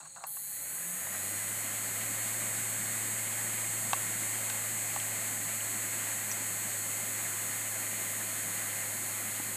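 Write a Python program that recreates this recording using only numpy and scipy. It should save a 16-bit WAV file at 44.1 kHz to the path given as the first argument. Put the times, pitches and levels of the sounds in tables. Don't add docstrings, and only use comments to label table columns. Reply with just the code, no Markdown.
import sys
import numpy as np
from scipy import signal
from scipy.fft import rfft, irfft, next_fast_len
from scipy.io import wavfile

SR = 44100
rng = np.random.default_rng(int(sys.argv[2]) if len(sys.argv) > 2 else 0)


def transcribe(signal):
    frames = np.atleast_2d(signal).T
    limited = np.clip(frames, -1, 1)
    pcm = np.round(limited * 32767).astype(np.int16)
    wavfile.write(sys.argv[1], SR, pcm)


def volts_from_decibels(level):
    exponent = np.asarray(level, float) / 20
    return 10 ** exponent


N = 421596

# start_s, speed_turns_per_s
TOP_SPEED = [(1.5, 108.022), (2.4, 107.351), (3.2, 106.862), (3.6, 106.854), (4.4, 106.402), (4.7, 106.144),
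             (5.2, 105.981), (5.6, 105.526), (6.5, 105.299), (7.3, 104.868), (8.4, 104.439), (8.9, 104.427),
             (9.56, 104.174)]
# pitch_hz, level_db
HUM_ONCE = [(47, -95), (63, -68), (74, -66), (82, -69), (87, -78), (92, -61), (99.5, -52.5), (104.4, -52.8),
            (105.5, -52), (106.6, -50)]
# pitch_hz, level_db
HUM_TWICE = [(95, -80), (126, -70), (148, -65), (164, -56), (174, -54), (183, -60), (192, -62), (210, -62),
             (213.5, -60)]
# multiple_of_shaft_rate, level_db rms
BLADE_TONES = [(15, -70), (20, -56), (30, -60), (40, -66), (41, -62.5), (43, -61)]
# pitch_hz, width_hz, level_db
DUCT_RESONANCES = [(1976, 770, 0.5), (4310, 230, 2.5)]
# multiple_of_shaft_rate, running_up_db, cold_db, warm_db
BRUSH_CONTACTS = [(56, 1, 5, 7), (58, 1, 3, 5), (59, -2, 5, 1), (61, 5, 6, 9), (63, 3, 1, 4),
                  (64, -8, 2, -8), (66, 2, 9, 4), (68, 2, 6, 7), (69, -2, 0, -11), (70, -1, 7, 6),
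                  (71, 3, 5, 3), (72, 5, 9, 4), (73, 3, -15, 0), (74, 0, 7, -14), (75, -1, -4, -14),
                  (76, 6, 10, 4), (77, -1, 0, -18), (78, 5, 2, 1), (79, -3, -8, -13), (80, 1, -12, 1),
                  (81, -10, -5, -1), (82, 10, 1, 8), (83, -7, -8, 7), (84, 4, -4, 6), (85, -6, 3, 5),
                  (86, 3, -4, -5), (87, -2, 5, 2), (92, 2, -6, -6), (97, 3, 0, -2), (102, 2, 2, 8)]
# start_s, warm_share (0 to 1), contact_level_db
BRUSH_SEATING = [
    (1.1, 0, -1),
    (1.5, 0.97, 0),
    (2.3, 0.2, -0.5),
    (4, 0.29, 0),
    (5.5, 0.55, 0.5),
    (7, .75, 1),
    (8.2, 1, .5),
    (9.56, 0.93, -1),
]
# pitch_hz, width_hz, level_db
HOUSING_RESONANCES = [(4270, 650, -59.5), (5851.0, 1000.0, -77), (6563, 143, -57.5), (6870, 660, -53),
                      (7710, 530, -55.5), (7880, 20, -54), (8066, 450, -49.5), (8350, 465, -50.5),
                      (9060, 120, -62), (10250, 2030, -58.5), (12270, 940, -66), (13400, 980, -65),
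                      (15126.0, 900.0, -67)]
# multiple_of_chop_rate, level_db rms
CHOP_LINES = [(43, -67.0), (44, -67.6), (45, -60.6), (46, -61.9), (47, -62.4), (48, -55.8), (49, -48.0),
              (50, -50.8), (51, -57.5), (52, -77.9), (55, -66.4), (56, -64.5), (57, -62.7), (58, -56.9),
              (59, -54.9), (60, -50.4), (61, -50.3), (62, -67.1), (63, -63.9), (64, -60.4), (65, -57.8),
              (66, -63.4), (72, -65.4), (73, -62.2), (74, -56.1)]
# multiple_of_chop_rate, level_db rms
STALL_LINES = [(16, -71), (21, -68), (50, -51), (51, -50), (52, -58), (53, -63), (60, -58), (64, -56),
               (66, -54), (67, -66)]
# pitch_hz, level_db per Hz
RUSH_SPECTRUM = [(300, -18), (427, -16.5), (600, -8.5), (819, -13), (1380, -11.5), (1800, -7.5), (2060, -8),
                 (2600, -12.5), (3410, -18), (5290, -19.5), (6500, -30), (9000, -46)]
# pitch_hz, level_db per Hz
RUMBLE_SPECTRUM = [(24, -55), (40, -30), (70, -20), (100, -17), (140, -5), (205, -3.5), (330, -6.5),
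                   (450, -11), (700, -22)]
# start_s, peak_db, ring_pitch_hz, edge_db
TICKS = [(0.009, -43, 802, -10), (0.056, -41, 1380, -11), (0.162, -47, 1440, -6), (0.187, -46, 676, -23),
         (0.2388, -26.5, 905, -12.5), (0.369, -35.5, 1260, -12), (1.07, -31, 799, -20),
         (1.147, -26, 1950, -28), (3.932, -12, 970, -13.5), (4.5, -26, 1840, -8), (4.962, -23.5, 830, -18)]
# start_s, peak_db, ring_pitch_hz, edge_db
SCUFF = (5, -26, 0, -8)
# pitch_hz, t60_s
CASE_MODES = [(700, 0.0046), (830, 0.022), (960, 0.017), (1110, 0.03), (1300, 0.015), (1550, 0.018),
              (1850, 0.0057), (2700, 0.036), (3600, 0.0053), (4600, 0.0048), (5500, 0.0015)]
# start_s, peak_db, pitch_hz, t60_s
KNOCKS = [
    (5.607, -34, 2950, .02),
    (6.315, -27.5, 5920, 0.037),
    (6.31, -36, 6500, .02),
    (6.315, -34, 970, .015),
    (6.323, -33, 5000, .01),
    (6.322, -40, 3400, .01),
    (9.398, -29, 280, 0.032),
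    (9.399, -35, 840, 0.026),
]
# start_s, held_s, level_db
CLOTH_RUBS = [
    (-.01, .072, -55),
    (.165, .062, -52),
    (.24, .008, -50),
    (.27, .02, -66),
]
# pitch_hz, width_hz, level_db rms
ROOM_HUMS = [(106.5, 11, -78), (153, 35, -68.5), (545, 7.4, -77.5), (846.6, 25, -67.5)]
# pitch_hz, width_hz, level_db
DULL_BANDS = [(437, 92, -4), (4990, 830, -3), (10900, 800, -7.5), (11900, 110, 1), (14300, 710, -8),
              (8900, 200, -3)]
# pitch_hz, level_db
MASKED_BANDS = [(3500, -60), (4700, -36), (5300, -34), (6000, -40), (8500, -33), (9200, -26), (11000, -23),
                (13000, -24), (14500, -28)]

SWITCH_ON_S = .266
SPIN_FROM_S, SPIN_UP_S, SPIN_BEND, FULL_SPEED = .2277, .83, .5366, 106
CYCLE_POINTS = 2 ** 14

FAINT_DB, FAINT_SPREAD_DB = -5.5, 2.5
FINE_DB, FINE_SPREAD_DB = -1.6, 4
SLOTS_DB, EVEN_DB = 11, 2
CONTACT_FOLLOWS, SEATED_S = 2.1, 1.1
SHAKE_TURNS = .0012
HISS_IDLE_DB, HISS_RUN_DB, HISS_LOAD_DB = 14, 14, 14
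IDLE_TOP_HZ, IDLE_AIR_DB = 8950, -7
GAP_HZ, GAP_WIDTH_HZ, GAP_DB = 5250, 700, -7

CHOP_PER_S, CHOP_SAG_PER_S2 = 204.366, .0215
RING_ON, SMEAR_RAD = .6, .55

RUSH_DB, RUSH_FOLLOWS, RUSH_STILL_DB = -43, 2.74, -66
RUMBLE_DB, RUMBLE_FOLLOWS, RUMBLE_STILL_DB = -53, 3.6, -73.5

CRACK_T60_S, CRACK_DB = 0.014, 1
RUB_RISE_DB_PER_S, RUB_FALL_DB_PER_S = 2500, 600
MIC_TOP_HZ = 15330


def in_time(rows):
    s, *columns = np.transpose(rows)
    return [np.interp(np.arange(N) / SR, s, c) for c in columns]


def rms_one(x):
    return x / np.sqrt(np.mean(x ** 2) + 1e-20)


def drift(rate):
    r = np.exp(-80 * np.pi * rate / SR)
    white = rng.standard_normal(N // 40 + 2002)
    slow = signal.lfilter([1], [1, -2 * r, r * r], white)[2000:]
    return np.interp(np.arange(N) / 40, np.arange(len(slow)), rms_one(slow))


def repeat(cycles, orders, levels_db, phases):
    lines = np.zeros(CYCLE_POINTS // 2 + 1, complex)
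    lines[np.array(orders, int)] = volts_from_decibels(levels_db) * np.exp(1j * phases) * CYCLE_POINTS / np.sqrt(2)
    position = cycles % 1 * CYCLE_POINTS
    return np.interp(position, np.arange(CYCLE_POINTS), irfft(lines), period=CYCLE_POINTS)


def shaft():
    since = np.maximum(np.arange(N) / SR, SWITCH_ON_S) - SPIN_FROM_S
    return in_time(TOP_SPEED)[0] * np.tanh(since / SPIN_UP_S) ** SPIN_BEND


def rotor(turns, speed, rush_db):
    once_db = np.interp(speed, *np.transpose(HUM_ONCE))
    twice_db = np.interp(2 * speed, *np.transpose(HUM_TWICE))
    out = np.sqrt(2) * volts_from_decibels(once_db + 1.4) * np.sin(2 * np.pi * turns)
    out += np.sqrt(2) * volts_from_decibels(twice_db + 2.0 * drift(10)) * np.sin(2 * np.pi * 2 * turns)
    for order, db in BLADE_TONES:
        duct = 0
        for hz, width, peak_db in DUCT_RESONANCES:
            duct = duct + volts_from_decibels(peak_db) / (1 + (2 * (order * speed - hz) / width) ** 2)
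        tone = np.sin(2 * np.pi * order * turns + 0.41 * drift(15))
        level_db = db + .5 * (rush_db + 45.5) + 1.07 * drift(24)
        out += np.sqrt(2) * volts_from_decibels(level_db) * duct * tone
    return out


def contact_levels(orders):
    chance = rng.standard_normal((3, len(orders)))
    faint_db = FAINT_DB + FAINT_SPREAD_DB * chance
    fine_db = FINE_DB + FINE_SPREAD_DB * chance[0]
    levels_db = np.where(orders < 100, faint_db, fine_db)
    levels_db[0] += EVEN_DB * (1 + (-1) ** orders)
    table = np.array(BRUSH_CONTACTS)
    levels_db[:, table[:, 0] - orders[0]] = table[:, 1:].T
    slots = (orders % 10 == 2) & (orders > 85) & (orders < 145)
    levels_db[0] += SLOTS_DB * slots * np.where(orders > 105, .4, 1)
    return levels_db


def brush_hiss(turns, load, since):
    white = rng.standard_normal(N)
    idle = signal.sosfiltfilt(signal.butter(4, IDLE_TOP_HZ, fs=SR, output="sos"), white)
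    idle = volts_from_decibels(HISS_IDLE_DB) * (idle + volts_from_decibels(IDLE_AIR_DB) * (white - idle))
    sliding = white * np.hypot(volts_from_decibels(HISS_RUN_DB), volts_from_decibels(HISS_LOAD_DB) * load)
    pulse = 1 + 0.19 * np.sin(4 * np.pi * turns)
    return np.where(since > 0, sliding, idle) * pulse * volts_from_decibels(1.0 * drift(5.7))


def brushes(turns, speed):
    since = np.arange(N) / SR - SWITCH_ON_S
    warm, contact_db = in_time(BRUSH_SEATING)
    running_up = np.exp(-(np.maximum(since, 0) / SEATED_S) ** 2)
    warm = np.clip(warm, 0, 1) * (1 - running_up)
    cold = 1 - running_up - warm
    orders = np.arange(54, 260)
    phases = rng.uniform(0, 2 * np.pi, len(orders))
    turns = turns + (0.00061 + SHAKE_TURNS * running_up ** 2) * drift(25)
    contacts = 0
    for share, levels_db in zip((running_up, cold, warm), contact_levels(orders)):
        contacts = contacts + share * repeat(turns, orders, levels_db, phases)
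    contacts = contacts * (since > 0) * (speed / FULL_SPEED) ** CONTACT_FOLLOWS
    hiss = brush_hiss(turns, running_up * speed / FULL_SPEED, since)
    return housing(volts_from_decibels(contact_db + 0.42 * drift(24)) * contacts + hiss)


def housing(x):
    size = next_fast_len(N + SR // 10)
    hz = np.arange(size // 2 + 1) * SR / size
    power = 0
    for centre, width, db in HOUSING_RESONANCES:
        power = power + volts_from_decibels(db) ** 2 / (1 + (2 * (hz - centre) / width) ** 2) ** 2
    gap_db = GAP_DB * np.exp(-((hz - GAP_HZ) / GAP_WIDTH_HZ) ** 2)
    return irfft(rfft(x, size) * np.sqrt(power) * volts_from_decibels(gap_db), size)[:N]


def chopper():
    t = np.arange(N) / SR
    cycles = CHOP_PER_S * t - CHOP_SAG_PER_S2 * t ** 2 / 2
    since = t - SWITCH_ON_S
    orders, levels_db = np.arange(43, 76), np.full(33, -100.)
    for order, db in CHOP_LINES:
        levels_db[order - orders[0]] = db
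    log_level = np.log(volts_from_decibels(np.maximum(levels_db, -80)))
    phases = -RING_ON * np.imag(signal.hilbert(log_level)) + rng.normal(0, SMEAR_RAD, len(orders))
    whine = volts_from_decibels(.5 * drift(18)) * repeat(cycles, orders, levels_db, phases)
    stall_phases = rng.uniform(0, 2 * np.pi, len(STALL_LINES))
    stall = repeat(cycles, *np.transpose(STALL_LINES), stall_phases)
    stall = volts_from_decibels(-40 * np.maximum(since, 0)) * stall
    return np.clip(since / .003, 0, 1) * (whine + stall)


def flow(speed, full_db, follows, still_db):
    moving = (np.arange(N) > SWITCH_ON_S * SR) * volts_from_decibels(full_db) * (speed / FULL_SPEED) ** follows
    return 20 * np.log10(np.hypot(moving, volts_from_decibels(still_db)))


def turbulence(points, patchy_db):
    hz, db = np.transpose(points)
    out, together, white = 0, drift(6.9), rng.standard_normal((2, N))
    edges = 25 * 2 ** np.arange(0, 9, 1 / 3)
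    for k, (low, high) in enumerate(zip(edges, edges[1:])):
        if hz[0] < high and low < hz[-1]:
            band = signal.sosfilt(signal.butter(2, [low, high], "band", fs=SR, output="sos"), white[k % 2])
            level_db = np.interp(np.log(low * high) / 2, np.log(hz), db)
            flicker_db = patchy_db * (0.5 * together + drift(19))
            out = out + band * volts_from_decibels(level_db + flicker_db)
    return rms_one(out)


def air(rush_db, rumble_db):
    rush = turbulence(RUSH_SPECTRUM, patchy_db=0.9)
    top = signal.sosfiltfilt(signal.butter(4, 4300, "high", fs=SR, output="sos"), rush)
    rush = rush - top * (1 - np.minimum(volts_from_decibels(2.5 * (rush_db + 45)), 1))
    ridge = signal.sosfilt(signal.butter(2, [1800, 2200], "band", fs=SR, output="sos"), rush)
    rumble = turbulence(RUMBLE_SPECTRUM, patchy_db=2.0)
    return volts_from_decibels(rush_db - 0.34) * (rush + 0.26 * ridge) + volts_from_decibels(rumble_db) * rumble


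def hand():
    return ticks() + cracks() + sum(ring(*knock) for knock in KNOCKS) + cloth()


def ring(s, db, hz, t60):
    at, out = int(np.ceil(s * SR)), np.zeros(N)
    t = at / SR - s + np.arange(int(t60 * SR)) / SR
    rise = np.minimum(t * hz, 1)
    out[at:at + len(t)] = volts_from_decibels(db - 60 * t / t60) * np.sin(2 * np.pi * hz * t) * rise
    return out


def ticks():
    out = 0
    uneven_db = rng.normal(0, 2, (len(TICKS), len(CASE_MODES)))
    for (s, db, hz, edge_db), uneven in zip(TICKS, uneven_db):
        for (mode_hz, t60), own_db in zip(CASE_MODES, uneven):
            away_db = edge_db if mode_hz > 2500 else -12 * abs(np.log2(mode_hz / hz))
            out = out + ring(s, db - 3.5 + away_db + own_db, mode_hz, t60)
    return signal.sosfilt(signal.butter(4, 600, "high", fs=SR, output="sos"), out + 1e-18)


def cracks():
    t = np.arange(N) / SR
    burst = 0
    for s, db, _, edge_db in TICKS + [SCUFF]:
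        fall_db = 60 * np.clip((t - s) / CRACK_T60_S, 0, 2)
        sounding = (t > s) * (t < s + 2 * CRACK_T60_S)
        burst = burst + sounding * volts_from_decibels(db + edge_db + CRACK_DB - fall_db)
    band = signal.butter(2, [1800, 5800], "band", fs=SR, output="sos")
    return burst * rms_one(signal.sosfilt(band, rng.standard_normal(N)))


def cloth():
    t = np.arange(N) / SR
    rubs = 0
    for s, held, db in CLOTH_RUBS:
        rise_db = RUB_RISE_DB_PER_S * np.clip(s - t, 0, 1)
        fall_db = RUB_FALL_DB_PER_S * np.clip(t - s - held, 0, 1)
        rubs = rubs + volts_from_decibels(db - rise_db - fall_db)
    band = signal.butter(4, [640, 1550], "band", fs=SR, output="sos")
    fibres = rms_one(signal.sosfilt(band, rng.standard_normal(N)))
    return rubs * volts_from_decibels(3.0 * drift(60)) * fibres


def room():
    out = 0
    for hz, width, db in ROOM_HUMS:
        r = np.exp(-np.pi * width / SR)
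        pole = [1, 0, -1, 1, -2 * r * np.cos(2 * np.pi * hz / SR), r * r]
        out = out + volts_from_decibels(db) * rms_one(signal.sosfilt([pole, pole], rng.standard_normal(N)))
    return out


def scene():
    speed = shaft()
    turns = np.cumsum(speed) / SR
    rush_db = flow(speed, RUSH_DB, RUSH_FOLLOWS, RUSH_STILL_DB)
    rumble_db = flow(speed, RUMBLE_DB, RUMBLE_FOLLOWS, RUMBLE_STILL_DB)
    motor = rotor(turns, speed, rush_db) + brushes(turns, speed) + chopper()
    return (motor + air(rush_db, rumble_db) + hand() + room())[None]


def shape_tone(x):
    size = next_fast_len(N + SR // 10)
    hz = np.arange(size // 2 + 1) * SR / size
    dips_db = sum(db * np.exp(-(2 * (hz - centre) / width) ** 4) for centre, width, db in DULL_BANDS)
    coloured = irfft(rfft(x, size) * volts_from_decibels(dips_db) * (hz < MIC_TOP_HZ), size)[:N]
    return signal.sosfilt(signal.butter(1, 70, "high", fs=SR, output="sos"), coloured)


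def mute_masked(x):
    hz, _, frames = signal.stft(x, SR, nperseg=2048)
    band = np.arange(len(hz)) // 5
    power = np.add.reduceat(abs(frames) ** 2, np.arange(0, len(hz), 5))
    limit = volts_from_decibels(np.interp(hz[::5], *np.transpose(MASKED_BANDS)) - 1) ** 2
    loudest = power[band[hz > 4000][0]:].max(axis=0)
    kept = power > limit[:, None] * loudest
    return signal.istft(frames * kept[band], SR, nperseg=2048)[1][:N]


def top_cut(x):
    return signal.sosfilt(signal.butter(12, 15630, fs=SR, output="sos"), x)


def record(dry):
    mix = mute_masked(shape_tone(dry[0]))[None]
    return top_cut(mix)


dry = scene()
out = record(dry)
transcribe(out)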